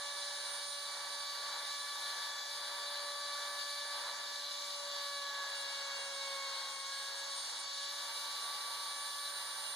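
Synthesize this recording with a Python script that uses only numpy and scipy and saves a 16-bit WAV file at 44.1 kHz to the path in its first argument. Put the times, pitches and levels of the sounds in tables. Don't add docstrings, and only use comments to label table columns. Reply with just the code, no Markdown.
import sys
import numpy as np
from scipy import signal
from scipy.fft import rfft, irfft
from scipy.io import wavfile
from scipy.ndimage import uniform_filter1d

SR = 44100
rng = np.random.default_rng(int(sys.argv[2]) if len(sys.argv) > 2 else 0)


def generate_wav(sig):
    pcm = np.round(np.clip(np.atleast_2d(sig).T, -1, 1) * 32767).astype(np.int16)
    wavfile.write(sys.argv[1], SR, pcm)


N = 429975
T = np.arange(N) / SR
HZ = np.maximum(np.arange(N // 2 + 1) * SR / N, 1)
MOVE_FADE_S = 0.025


def undb(db):
    return 10 ** (np.asarray(db) / 20)


def curves(table):
    s, *columns = np.transpose(table)
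    return [np.interp(T, s, column) for column in columns]


def over_hz(table):
    hz, value = np.transpose(table)
    return np.interp(np.log(HZ), np.log(hz), value)


def walk(rate):
    s = np.arange(0, N / SR, 1 / 2000)
    hz = np.arange(len(s) // 2 + 1) * SR / N
    lowpass = np.exp(-(hz / rate) ** 2)
    slow = irfft(rfft(rng.standard_normal(len(s))) * lowpass, len(s))
    return np.interp(T, s, slow / slow.std())


def gate(start, end, ramp_s):
    return np.clip(np.minimum(T - start, end - T) / ramp_s, 0, 1)


def resonance(hz, centre_hz, width_hz):
    return 1 / (1 + (2 * (hz - centre_hz) / width_hz) ** 2)


def tone(phase, db, pan_db=0, lead=0):
    ports = [undb(db + side * pan_db) * np.sin(phase + side * lead) for side in (.5, -.5)]
    return np.sqrt(2) * np.array(ports)


def two_ports(phase, left_db, right_db, lead):
    return tone(phase, (left_db + right_db) / 2, left_db - right_db, lead)


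def rumbles(fade_s=.05, bed_db=-106, bed_hz=35, bed_width_hz=40, surge_db=5):
    # start_s, end_s, level_db
    rumble_times = [(.1, .38, -90), (2.92, 3.4, -90), (5.36, 5.56, -91)]
    # centre_hz, width_hz
    rumble_band = (89, 45)
    low = irfft(rfft(rng.standard_normal(N)) * resonance(HZ, *rumble_band), N)
    bed = irfft(rfft(rng.standard_normal((2, N))) * resonance(HZ, bed_hz, bed_width_hz), N)
    bed = bed / bed.std() * undb(bed_db + surge_db * walk(4))
    envelope = sum(undb(db) * gate(start, end, fade_s) for start, end, db in rumble_times)
    return bed + low / low.std() * envelope


def steppers(waver_db=0.6, octave_db=-13, half_db=-9, jitter=0.008, ramp_jitter=0.04,
             ramp_db=-2.5, ramp_flutter_db=3):
    # start_s, end_s, entry_hz, cruise_hz, exit_hz (step rates), to_cruise_s, from_cruise_s, level_db
    moves = [(.55, 2.68, 122, 149.6, 130, 0.269, .25, -88),
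             (4.03, 4.92, 154.7, 249.5, 166, 0.22, 0.22, -82.5),
             (4.98, 6.42, 166, 166, 150, .05, 0.074, -88.5),
             (6.42, 7.1, 205, 194.6, 180, 0.098, 0.092, -87.5), (6.96, 7.87, 155, 249.6, 200, .22, .1, -86),
             (7.85, 10.8, 200, 250, 250, 0.062, .05, -85)]
    # centre_hz, width_hz, lift_db
    frame = (139, 13, 7.2)
    # start_s, end_s, step_rate_hz, level_db
    creep_move = (7.87, 9.17, 46, -90)
    feed = 0
    frame_hz, frame_width_hz, lift_db = frame
    for start, end, entry_hz, cruise_hz, exit_hz, rise_s, fall_s, db in moves:
        corners_s = [start, start + rise_s, end - fall_s, end]
        hz = np.interp(T, corners_s, [entry_hz, cruise_hz, cruise_hz, exit_hz])
        ramping = np.clip(np.abs(hz - cruise_hz) / 20, 0, 1)
        ragged = (jitter + ramp_jitter * ramping) * walk(30)
        phase = 2 * np.pi * np.cumsum(hz * (1 + ragged)) / SR
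        db = db + ramping * (ramp_db + ramp_flutter_db * walk(14))
        uneven = undb(half_db) * np.clip((hz - 200) / 50, 0, 1)
        hum = np.sin(phase) + undb(octave_db) * np.sin(2 * phase) + uneven * np.sin(phase / 2)
        level = undb(db + lift_db * resonance(hz, frame_hz, frame_width_hz))
        feed = feed + level * gate(start, end, MOVE_FADE_S) * hum
    start, end, creep_hz, creep_db = creep_move
    creep = undb(creep_db) * gate(start, end, MOVE_FADE_S) * np.sin(2 * np.pi * creep_hz * T)
    return np.sqrt(2) * (feed + creep) * undb(waver_db * walk(5.6))


def fan(shaft, churn=0.62, churn_hz=30, lead=.2):
    # time_s, level_db
    fan_level = [(0, -57), (2, -56), (4.5, -56.5), (5.5, -54), (6.2, -56), (7.4, -59), (8.5, -53),
                 (9.75, -57)]
    db, = curves(fan_level)
    direct, quadrature = (tone(7 * shaft + shift, db, lead=lead) for shift in (0, np.pi / 2))
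    smeared = direct * walk(churn_hz) + quadrature * walk(churn_hz)
    return (direct + churn * smeared) / np.sqrt(1 + 2 * churn ** 2)


def rush(shaft, pulsing=0.04, sputter_db=0.37, roar_db=-57.5, wander_db=0.58, hiss_follow=0.64):
    # frequency_hz, level_db
    rush_colour = [(25, -37), (80, -33), (125, -26), (200, -24.5), (310, -18.5), (500, -7), (760, -4),
                   (1400, -3.5), (2200, -3.5), (2600, -6), (3000, -4), (4200, 3.5), (6700, -3),
                   (8200, -7.5), (11300, -13.5), (14000, -19.5)]
    # centre_hz, width_hz, lift_db
    housing = [(850, 39, 6), (923, 36, 6.5), (986, 97, 6), (1176, 120, 3.5), (1430, 32, 4.5),
               (1570, 104, 6), (1704, 94, 3), (1930, 29, 5), (2870, 47, 8), (3627, 380, 6), (3900, 57, 3.5),
               (4042, 110, 6), (4550, 670, 1.5), (9260, 960, 2.5), (13300, 1500, 7.5)]
    # frequency_hz, correlation (-1 to 1)
    likeness = [(40, -0.71), (150, 0.22), (700, 0.67), (950, 0.98), (1350, 1), (1650, 0.99), (2100, -0.12),
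                (2480, -0.55), (2640, -0.85), (2950, -0.28), (3400, 0.91), (3750, 0.93), (4200, 0.95),
                (4750, -0.087), (5250, -0.72), (6700, 0.79), (8200, -0.55), (10000, 0.54), (11400, -0.35),
                (12900, 0.8), (14300, -0.72)]
    # centre_hz, width_hz, depth (0 to 1)
    shared_dip = (2620, 270, .85)
    # time_s, level_db
    air_level = [(0.0, -50.5), (0.78, -53), (2.19, -51.5), (2.82, -54), (3.27, -52), (4.35, -53.5),
                 (4.62, -50.5), (5.19, -53.5), (5.91, -51.5), (6.51, -52), (7.86, -51), (9.74, -54.5)]
    # time_s, level_db
    rasp_level = [(0.0, -46.0), (0.51, -45.5), (1.05, -48), (1.26, -45.5), (2.04, -45.5), (2.25, -44.5),
                  (2.34, -49), (2.58, -45), (2.61, -48), (2.97, -45), (3.18, -48.5), (3.24, -46),
                  (3.54, -47.5), (3.6, -44.5), (4.2, -47.0), (4.74, -44.0), (4.77, -48), (5.07, -44.0),
                  (5.13, -47), (5.73, -45.5), (6.09, -48.5), (6.33, -45), (6.39, -48.5), (6.54, -45),
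                  (6.75, -49), (6.99, -45), (7.17, -46.5), (7.65, -46.5), (7.74, -44.5), (8.07, -45),
                  (8.61, -45.5), (9.74, -47.5)]
    # time_s, level_db
    hiss_level = [(0, -64), (1.2, -61.5), (3.7, -61), (4.3, -62.5), (6.3, -64), (7.3, -62.5), (7.88, -67),
                  (7.9, -59.5), (9.75, -57)]
    # centre_hz, width_hz, level_db
    late_hum = (900, 24, -64)

    db = over_hz(rush_colour) + sum(lift * resonance(HZ, hz, width) for hz, width, lift in housing)
    angles = [(hz, np.arccos(np.clip(c, -.999, .995))) for hz, c in likeness]
    alike = np.cos(over_hz(angles))
    mid, side = (rfft(rng.standard_normal(N)) * undb(db) * np.sqrt(1 + s * alike) for s in (1, -1))
    dip_hz, dip_width_hz, depth = shared_dip
    mid = mid * (1 - depth * resonance(HZ, dip_hz, dip_width_hz) ** 2)
    ports = np.array([mid + side, mid - side])

    def part(share, lo, hi):
        power = np.sum(np.abs(ports[:, (HZ > lo) & (HZ < hi)]) ** 2) / N ** 2
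        return irfft(ports * share, N) / np.sqrt(power)

    low = 1 / (1 + (HZ / 2400) ** 8)
    high = 1 - 1 / (1 + (HZ / 5100) ** 16)
    top = 1 - 1 / (1 + (HZ / 9800) ** 14)
    roar, rasp = part(low, 720, 1060), part(1 - low - high, 3000, 5000)
    air, hiss = part(high - top, 5300, 8500), part(top, 9800, 14000)

    roar = roar * undb(roar_db + 1.64 * walk(2.0))
    air = air * undb(curves(air_level)[0] + 0.75 * walk(14))
    rasp_db = curves(rasp_level)[0] + wander_db * walk(11.0)
    rasp = rasp * (1 + pulsing * np.cos(shaft)) * undb(rasp_db + sputter_db * walk(180))
    hiss_pan_db = np.array([[-.8], [.8]])
    follow_db = hiss_follow * (rasp_db - rasp_db.mean())
    hiss_db = curves(hiss_level)[0] + hiss_pan_db + follow_db + 0.66 * walk(6)
    hum_hz, hum_width_hz, hum_db = late_hum
    hum = irfft(rfft(rng.standard_normal(N)) * resonance(HZ, hum_hz, hum_width_hz), N)
    hum = hum / hum.std() * undb(hum_db) * (T > 7.895)
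    return roar + rasp + air + hiss * undb(hiss_db) + hum


def whistle(shaft, speed, fade_db=0.94, sway=0.67):
    # time_s, left_db, right_db
    whistle_level = [(0.0, -68, -48), (0.63, -54, -45.5), (1.11, -70, -47.5), (1.35, -60.5, -51.5),
                     (1.83, -60, -50), (2.07, -51, -54), (2.43, -58.5, -62), (2.52, -57.0, -55),
                     (3.6, -56.5, -52.0), (3.84, -62.5, -49), (4.26, -72, -55), (4.5, -76, -55),
                     (4.74, -55, -55.0), (4.98, -55, -58), (5.58, -52.5, -54), (5.73, -51.5, -65),
                     (6.24, -55.5, -53), (6.75, -51.5, -62), (6.96, -56.0, -52.5), (7.38, -47.5, -51.0),
                     (7.53, -57.0, -48), (7.98, -51.5, -52), (8.19, -52, -49), (8.58, -58.5, -48),
                     (9.0, -49.5, -48), (9.74, -57, -44.5)]
    # time_s, dip_db
    dropouts = [(2.41, 6), (4.92, 4), (5.3, 6), (5.44, 2), (5.68, 3), (6.11, 2), (7.13, 5), (7.31, 3),
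                (7.7, 3), (7.88, 3)]
    dropout_s = .035
    order = 16
    reflected_share, glide_share = .12, .3

    slope = np.minimum(np.abs(np.gradient(speed)) * SR, 20)
    glide = np.clip(uniform_filter1d(slope, SR // 2) / 12, 0, 1)
    left, right = curves(whistle_level)
    swell, lead = fade_db * walk(7), sway * walk(4.1)
    for s, dip_db in dropouts:
        bell = np.exp(-((T - s) / dropout_s) ** 2)
        swell, lead = swell - dip_db * bell, lead + np.pi * bell
    direct, quadrature = (two_ports(order * shaft + shift, left + swell, right + swell, lead)
                          for shift in (0, np.pi / 2))
    reflected = sum(wave * np.array([walk(24), walk(24)]) for wave in (direct, quadrature))
    share = reflected_share + glide_share * glide
    return (direct + share * reflected) / np.sqrt(1 + 2 * share ** 2)


def spindle(shaft, flutter_db=1.0, ring_fade_db=2.0, fade_db=4.0, eighth_fade_db=2.5):
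    # time_s, level_db
    first_level = [(0.0, -55), (2.29, -64.5), (2.98, -53), (4.35, -60), (4.92, -52.5), (5.45, -57.5),
                   (6.3, -52), (6.86, -63), (7.21, -56), (7.58, -69.5), (7.84, -59), (8.6, -67.5),
                   (9.75, -62.5)]
    second_level = [(0.0, -51.5), (0.45, -58), (1.24, -51), (2.29, -52.0), (2.44, -55.5), (3.33, -48),
                    (4.43, -55), (5.42, -48.5), (5.57, -59), (5.82, -52), (6.12, -57.5), (6.27, -50.0),
                    (7.01, -51.5), (7.21, -61), (7.36, -51), (7.46, -59), (8.66, -48.5), (9.75, -56.0)]
    third_level = [(0.0, -52), (0.96, -59.0), (2.19, -50), (2.64, -56.0), (3.9, -50), (4.02, -57),
                   (4.35, -51.5), (4.44, -65), (4.77, -67.5), (4.83, -60), (5.4, -46.0), (5.76, -53),
                   (6.45, -55), (6.75, -70), (6.93, -50.5), (7.23, -54.5), (7.44, -66), (7.83, -55.5),
                   (8.4, -64), (8.85, -67), (8.97, -54.5), (9.74, -62)]
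    fourth_level = [(0, -64), (2.06, -60), (2.84, -66), (3.78, -60), (4.23, -65.5), (4.5, -62), (4.92, -70),
                    (5.07, -60.5), (5.43, -65.5), (6.33, -54), (7.41, -65.5), (9.03, -64), (9.75, -70)]
    fifth_level = [(0, -66), (.65, -58), (1.7, -73), (3.3, -68.5), (5.1, -59), (5.5, -60), (6.0, -54),
                   (7.7, -64), (8.0, -60), (9.75, -57)]
    sixth_level = [(0, -62), (1.3, -63), (2.2, -55.5), (3.3, -57.5), (4.2, -61), (5.1, -59), (5.5, -59.5),
                   (6.5, -58), (7.1, -61), (7.6, -61.5), (8.2, -64), (9.75, -63)]
    # time_s, left_db, right_db
    eighth_level = [(0, -66, -66), (.42, -58, -61), (.65, -58, -57), (1.3, -52, -50), (1.8, -59, -62),
                    (2.4, -51.5, -66), (3.68, -49.5, -54), (4.1, -53, -64), (4.75, -53, -71),
                    (4.98, -51.5, -49), (5.35, -57, -64), (6, -50, -54), (6.12, -61, -61), (6.4, -51, -56),
                    (7.7, -51, -54), (8.08, -57, -62), (8.3, -52, -59), (9.75, -58, -67)]
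    # time_s, level_db
    twelfth_level = [(0, -66), (6.95, -68), (7.25, -60), (7.8, -63), (8, -72)]
    # order (multiple of the speed), level_db, port_phase_rad
    overtones = [(9, -67.5, 3), (10, -69.5, 0), (11, -71, 1), (13, -73.5, 0), (14, -73.5, -0.5)]

    first, second, third, fourth, fifth, sixth, twelfth = (curves(table)[0] for table in (
        first_level, second_level, third_level, fourth_level, fifth_level, sixth_level, twelfth_level))
    out = tone(shaft, first + flutter_db * walk(6.8), lead=0.67)
    out += tone(2 * shaft, second + flutter_db * walk(8.1), lead=0.05)
    out += tone(3 * shaft, third + flutter_db * walk(12), pan_db=-1.0, lead=0.2)
    out += tone(4 * shaft, fourth + ring_fade_db * walk(11.7), pan_db=-6.5, lead=0.89)
    out += tone(5 * shaft, fifth + ring_fade_db * walk(8), lead=np.pi + .2 * walk(3.2))
    out += tone(6 * shaft, sixth + ring_fade_db * walk(11), pan_db=2.5)
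    left, right = (db + eighth_fade_db * walk(16) for db in curves(eighth_level))
    out += two_ports(8 * shaft + 0.27 * walk(25), left, right, 0.55 + .7 * walk(2.1))
    out += tone(12 * shaft, twelfth + ring_fade_db * walk(15))
    for order, db, lead in overtones:
        out += tone(order * shaft, db + fade_db * walk(22), 2 * walk(0.83), lead + 0.62 * walk(0.92))
    return out


def scene():
    # time_s, speed_hz (turns a second)
    spindle_speed = [(0, 574.2), (0.8, 573.1), (1.3, 573.1), (2, 574.7), (2.8, 576.1), (3.4, 575.8),
                     (4.7, 575.2), (5.3, 565.7), (5.9, 557.4), (6.35, 551.4), (6.55, 549.7), (6.8, 550.0),
                     (7.4, 558.7), (7.89, 564.9), (7.9, 571.8), (8.6, 573.5), (9.75, 572.7)]
    speed, = curves(spindle_speed)
    shaft = 2 * np.pi * np.cumsum(speed + 0.11 * walk(23.2)) / SR
    return rumbles() + steppers() + fan(shaft) + rush(shaft) + whistle(shaft, speed) + spindle(shaft)


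def record(dry):
    top_hz = 14700
    return signal.sosfilt(signal.ellip(10, .2, 80, top_hz, fs=SR, output="sos"), dry)


dry = scene()
out = record(dry)
generate_wav(out)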